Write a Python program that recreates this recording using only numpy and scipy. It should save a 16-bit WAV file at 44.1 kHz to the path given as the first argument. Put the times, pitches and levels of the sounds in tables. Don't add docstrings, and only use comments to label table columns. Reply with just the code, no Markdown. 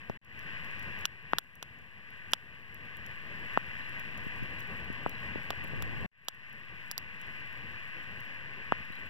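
import sys
import numpy as np
from scipy import signal
from scipy.fft import rfft, irfft, next_fast_len
from scipy.io import wavfile
from scipy.ndimage import uniform_filter1d

SR = 44100
rng = np.random.default_rng(int(sys.argv[2]) if len(sys.argv) > 2 else 0)


def amplitude_ratio(level_db):
    exponent = np.asarray(level_db, float) / 20
    return 10 ** exponent


def bounce(signal):
    frames = np.transpose(np.atleast_2d(signal))
    limited = np.clip(frames, -1, 1)
    pcm = np.round(limited * 32767).astype(np.int16)
    wavfile.write(sys.argv[1], SR, pcm)


N = 400869


def colour(x, points):
    hz, db = np.transpose(points)
    size = next_fast_len(len(x))
    f = np.maximum(np.fft.rfftfreq(size, 1 / SR), 1)
    gain = amplitude_ratio(np.interp(np.log(f), np.log(hz), db, -120, -120))
    y = irfft(rfft(x, size) * gain, size)[:len(x)]
    return y / np.std(y)


def noise():
    return rng.standard_normal(N)


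def walk(rate):
    hold = int(SR / rate)
    steps = np.repeat(rng.standard_normal(N // hold + 1), hold)
    return 1.64 * uniform_filter1d(uniform_filter1d(steps, hold), hold)[:N]


def butter(x, hz, kind, order=2):
    return signal.sosfilt(signal.butter(order, np.clip(hz, 20, .45 * SR), kind, fs=SR, output="sos"), x)


def ring(x, hz, width_hz):
    y = signal.lfilter(*signal.iirpeak(min(hz, .45 * SR), hz / width_hz, fs=SR), x)
    return y / np.max(np.abs(y))


def late(x, count):
    return np.concatenate([np.zeros(count), x[:len(x) - count]])


def add(track, s, sound):
    i = int(s * SR)
    track[i:i + len(sound)] += sound[:len(track) - i]


# frequency in Hz, density in dB per Hz.
HISS_SPECTRUM = [(500, -20.5), (800, -25), (1100, -12), (1250, -16.5), (1350, -23.5), (1500, -6.5),
                 (1900, -0.5), (2300, -5.5), (2800, -7), (3300, -20.5), (3900, -30), (5000, -33),
                 (7000, -44), (16000, -58.5)]


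def hiss():
    return colour(noise(), HISS_SPECTRUM) * amplitude_ratio(0.68 * walk(14))


# frequency in Hz, density in dB per Hz.
SCATTER_SPECTRUM = [(600, -3), (1350, -10), (2000, 0), (2800, -1), (3400, -28.5), (3950, -15),
                    (4500, -10.5), (6000, -43)]


def scattered_hiss():
    return amplitude_ratio(-14) * colour(noise(), SCATTER_SPECTRUM)


# frequency in Hz, density in dB per Hz.
ROAR_SPECTRUM = [(30, -14.5), (70, 1.5), (130, 1), (220, -6), (330, -17), (480, -18), (700, -26.5),
                 (1200, -19.5)]
# time in seconds, roar over hiss in dB.
FLAP_LEVELS = [(0, -4.5), (.6, -6.5), (.95, -5.5), (2, -5), (3, -5), (3.8, -6.5), (4.4, -4.5), (5, -3),
               (5.5, -5.5), (5.9, -2), (6.05, 1), (6.15, -8.5), (7.5, -7.5), (9.09, -9.5)]


def roar(t):
    flutter = colour(noise(), ROAR_SPECTRUM) * amplitude_ratio(2.0 * walk(30))
    puff_spectrum = [(150, -17.0), (300, 0.5), (500, 0.0), (800, -20.5)]
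    puffs = colour(noise(), puff_spectrum) * amplitude_ratio(5.2 * walk(35) - 25.5)
    return (flutter + puffs) * amplitude_ratio(np.interp(t, *np.transpose(FLAP_LEVELS)) + 0.5)


# start in seconds, peak in dB, snap centre in Hz, body over snap in dB, body pitch in Hz.
WOOD_CRACKS = [
    (1.0545, -20, 5000, 0.5, 2940),
    (1.3846, -15.5, 9300, -1, 3300),
    (1.6271, -33.5, 5200, 1, 2800),
    (2.3345, -22.5, 4800, 8.5, 2930),
    (5.5047, -34.5, 8700, 9, 1100),
    (5.8236, -27.5, 9000, -4.5, 3500),
    (6.2844, -22.5, 5900, -2, 3500),
    (6.9133, -20.5, 11000, -7.5, 5300),
    (6.9793, -19, 9400, -8, 5000),
]
# start in seconds, peak in dB, centre in Hz.
EMBER_TICKS = [(0.0964, -48.5, 5600), (0.247, -55.5, 9000), (0.3915, -50, 7930), (0.6454, -51, 7800),
               (0.7936, -46, 13300), (0.827, -52, 7670), (0.9885, -42, 14300), (1.0095, -44, 9000),
               (1.3234, -55, 7060), (1.554, -47.5, 14200), (2.3119, -51, 11000), (2.319, -41.5, 11000),
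               (2.7437, -43.5, 10900), (2.969, -41.5, 13700), (3.0632, -44, 7880), (3.5359, -48, 12200),
               (3.8926, -50, 12400), (3.9968, -43.5, 12200), (4.1756, -44, 7700), (4.595, -48, 11600),
               (4.6043, -42.5, 10000), (4.8454, -51, 14100), (5.0935, -38, 12200), (5.2021, -53, 14200),
               (5.64, -38, 12500), (6.248, -62, 12500), (6.5281, -53, 9650), (7.2143, -43, 12600),
               (7.527, -50, 14500), (8.9221, -51, 12700)]
# start in seconds, peak in dB.
FAINT_TICKS = [(0.374, -62), (0.71, -53), (1.225, -60), (1.3129, -62), (1.439, -62), (1.7873, -55),
               (2.1046, -56), (3.665, -55), (3.8124, -62), (4.2418, -56), (4.2677, -53), (4.3854, -57),
               (4.4328, -49), (4.4543, -55), (4.6254, -56), (4.7162, -59), (4.9282, -49), (5.4484, -53),
               (5.6785, -50), (6.3459, -57), (7.165, -60), (7.268, -59), (8.2033, -47), (8.8518, -53),
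               (8.9539, -53)]


def cracks():
    near_track, far_track, t = np.zeros(N), np.zeros(N), np.arange(1500) / SR
    envelope = np.exp(-(t / 0.0007) ** 2) + 0.23 * np.exp(-t / 0.0057 - (t / 0.0076) ** 4)
    ticks = EMBER_TICKS + [(s, db, 11500) for s, db in FAINT_TICKS]
    small = [(s + 0.0007, db + 3.0, hz, -14, 3000) for s, db, hz in ticks]
    for s, db, hz, body_db, body_hz in WOOD_CRACKS + small:
        chance = rng.standard_normal((3, 1500))
        burst = 0.59 * chance[:2] * envelope
        burst[:, :8] += 1.14 * np.sin(2 * np.pi * (np.arange(8) + .5) / 8)
        if s < 6.1:
            echo = late(chance[2] * np.exp(-(t / 0.00051) ** 2), count=int(0.0027 * SR))
            burst = burst + amplitude_ratio(-10) * echo
        body = ring(burst, body_hz, 990) + amplitude_ratio(-6) * ring(burst, 1560, 990)
        body = body + amplitude_ratio(-14) * ring(butter(burst, 2200, "low"), 1100, 1500)
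        snap = ring(butter(burst, 0.48 * hz, "high"), hz, 1.37 * hz) + amplitude_ratio(-17) * ring(burst, 4800, 1500)
        snap = signal.lfilter(*signal.iirnotch(7900, 4.5, fs=SR), snap)
        far, near = amplitude_ratio(db + 7.0) * (snap + amplitude_ratio(body_db) * body)
        add(far_track, s, far)
        add(near_track, s, amplitude_ratio(-4.5) * butter(near, 6000, "low"))
    return near_track, far_track


# start in seconds, peak in dB, pitch in Hz, width in Hz, recoil from 0 to 1.
GAS_POPS = [(0.0978, -24.5, 570, 506, 1), (0.102, -35.5, 300, 250, 0.5), (1.334, -11.5, 1190, 920, 0.23),
            (1.627, -36.5, 1060, 900, 0.3), (1.82, -48, 110, 90, .1), (2.3342, -23, 695, 800, 0),
            (3.5744, -10, 950, 900, 0.2), (5.0625, -18, 754, 800, 0.42), (5.357, -28, 300, 220, 0.45),
            (5.5043, -30, 540, 500, .2), (5.533, -38, 494, 500, .2), (5.734, -33.5, 298, 350, 0.6),
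            (5.807, -39, 450, 400, 0.4), (5.824, -29, 1700, 1200, .1), (6.045, -38, 442, 400, .2),
            (6.2843, -33, 750, 900, 0.14), (6.9135, -44, 700, 900, .2), (6.9797, -57, 900, 900, 0.1),
            (8.7223, -11.5, 930, 910, 0.26)]
# start in
# seconds, peak in dB, pitch in Hz.
LOW_POPS = [
    (4.26, -32, 135),
    (4.419, -30, 129),
    (4.895, -31, 178),
    (5.639, -38, 178),
    (8.896, -39, 129),
]


def pops():
    out, t = np.zeros(N), np.arange(3000) / SR
    thuds = [(s + 0.0055, db + 0.5, hz, hz, .2) for s, db, hz in LOW_POPS]
    for s, db, hz, width_hz, recoil in GAS_POPS + thuds:
        cavity = -np.cos(2 * np.pi * hz * t) * np.exp(-np.pi * width_hz * t)
        soft = butter(butter(cavity, 2.83 * hz, "low"), 2.18 * hz, "low")
        swing = recoil * np.sin(2 * np.pi * hz / 5 * t) * np.exp(-t * hz / 1.66)
        blow = butter(soft + swing, 77, "high")
        add(out, s, amplitude_ratio(db + 4.5) * blow / np.max(np.abs(blow)))
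    return out


# frequency in Hz, density in dB per Hz.
FIZZ_SPECTRUM = [(3000, -10.5), (5000, -20.5), (6500, -6), (7800, -3), (9000, -11), (10800, -6.5),
                 (12000, -4.5), (14500, -1.5), (16000, -2)]


def fizz():
    chance = rng.random(N) < 90 / SR
    ticks = chance * amplitude_ratio(4.8 * np.minimum(rng.exponential(size=N), 3)) * rng.choice([-1, 1], N)
    smear = rng.standard_normal(64) * np.exp(-np.arange(64) / 14)
    bed = noise() * amplitude_ratio(1.5 * walk(15))
    return colour(bed + amplitude_ratio(8.0) * np.convolve(ticks, smear)[:N], FIZZ_SPECTRUM) * amplitude_ratio(-30.5)


# frequency in Hz, density in dB per Hz.
WIND_SPECTRUM = [(30, -26), (48, -4.5), (75, 4.5), (120, -1.5), (200, -13.5), (350, -20.5), (700, -36)]
# centre in seconds, half length in seconds, rise in dB.
WIND_GUSTS = [(.55, .15, -3), (3.2, 0.046, 8), (4.24, 0.036, 10), (4.425, .04, 17), (5.624, .02, 17),
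              (5.69, 0.015, 10), (5.767, 0.061, 14.5), (5.868, 0.058, 18), (6.005, 0.085, 17.5),
              (7.8, 0.58, -0.5), (7.997, .1, 3), (8.9, 0.039, 1)]


def wind(t):
    gust_db = sum(db * np.exp(-((t - at) / half) ** 2) for at, half, db in WIND_GUSTS)
    return colour(noise(), WIND_SPECTRUM) * amplitude_ratio(-14 + gust_db + 1.7 * walk(25))


# start in seconds, level in dB.
INSECT_CHIRPS = [
    (3.81, 0),
    (4.58, -2),
    (5.112, -2),
    (5.147, -7),
    (8.925, 3),
]


def insect():
    out, t = np.zeros(N), np.arange(500) / SR
    pip = np.hanning(len(t)) * np.sin(2 * np.pi * 3960 * t)
    for s, db in INSECT_CHIRPS:
        for later_s in (0, 1 / 29):
            add(out, s + later_s, amplitude_ratio(db) * pip)
    return amplitude_ratio(-11.5) * out


def whine():
    return amplitude_ratio(-46) * ring(noise(), 13700, 90)


def self_noise():
    return amplitude_ratio(-37.5) * butter(noise(), 6000, "high")


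# time in seconds, gain just after in dB.
GAIN_DROPS = [
    (0, -8),
    (.19, 0),
    (1.054, -10),
    (1.387, -15),
    (2.336, -10.5),
    (3.577, -2),
    (6.08, -7.5),
    (6.287, -7),
    (6.916, -4.5),
    (6.983, -3),
]


def recorder_gain_db(t):
    hold_s, recover_db_per_s = 0.065, 10
    s, db = np.transpose(GAIN_DROPS)
    last = np.clip(np.searchsorted(s, t) - 1, 0, None)
    return np.minimum(db[last] + recover_db_per_s * np.maximum(t - s[last] - hold_s, 0), 0)


# sound start in seconds, cut in seconds, hiss level at full gain in dB.
FIRE_SHOTS = [
    (-1, .174, -50),
    (.215, 6.063, -49.7),
    (6.115, 10, -52),
]


def shot_fades(t):
    fade_in_s, fade_from, cut_s = 0.33, 0.036, 0.0014
    level = 0
    for start, end, db in FIRE_SHOTS:
        ramp = np.minimum(fade_from + (t - start) / fade_in_s, (end - t) / cut_s)
        level = level + amplitude_ratio(db + 9) * (t > start) * np.clip(ramp, .001, 1)
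    return level


def scene():
    t = np.arange(N) / SR
    fade = shot_fades(t)
    gain = fade * amplitude_ratio(recorder_gain_db(t))
    flames, (near_crack, far_crack) = roar(t), cracks()
    near = gain * (hiss() + insect() + whine() + flames + amplitude_ratio(-5.0) * fizz() + wind(t))
    near = near + near_crack + pops() + fade * self_noise()
    far_flames = amplitude_ratio(1.16) * late(flames, count=11)
    far = gain * (far_flames + fizz() + amplitude_ratio(-14.5) * wind(t) + scattered_hiss()) + far_crack
    port_lag, far_in_left, near_in_right = 20, 0.61, 0.74
    far_leak = late(butter(far, 9700, "low", order=1), count=port_lag - 1)
    left = near - far_in_left * far_leak + amplitude_ratio(-1) * gain
    right = far - near_in_right * late(near, count=port_lag)
    return np.array([left, right])


def top_cut(x):
    return signal.sosfilt(signal.butter(12, 17010, fs=SR, output="sos"), x)


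def record(dry):
    cut = signal.sosfilt(signal.ellip(8, .2, 45, 15950, fs=SR, output="sos"), dry)
    return top_cut(cut)


dry = scene()
out = record(dry)
bounce(out)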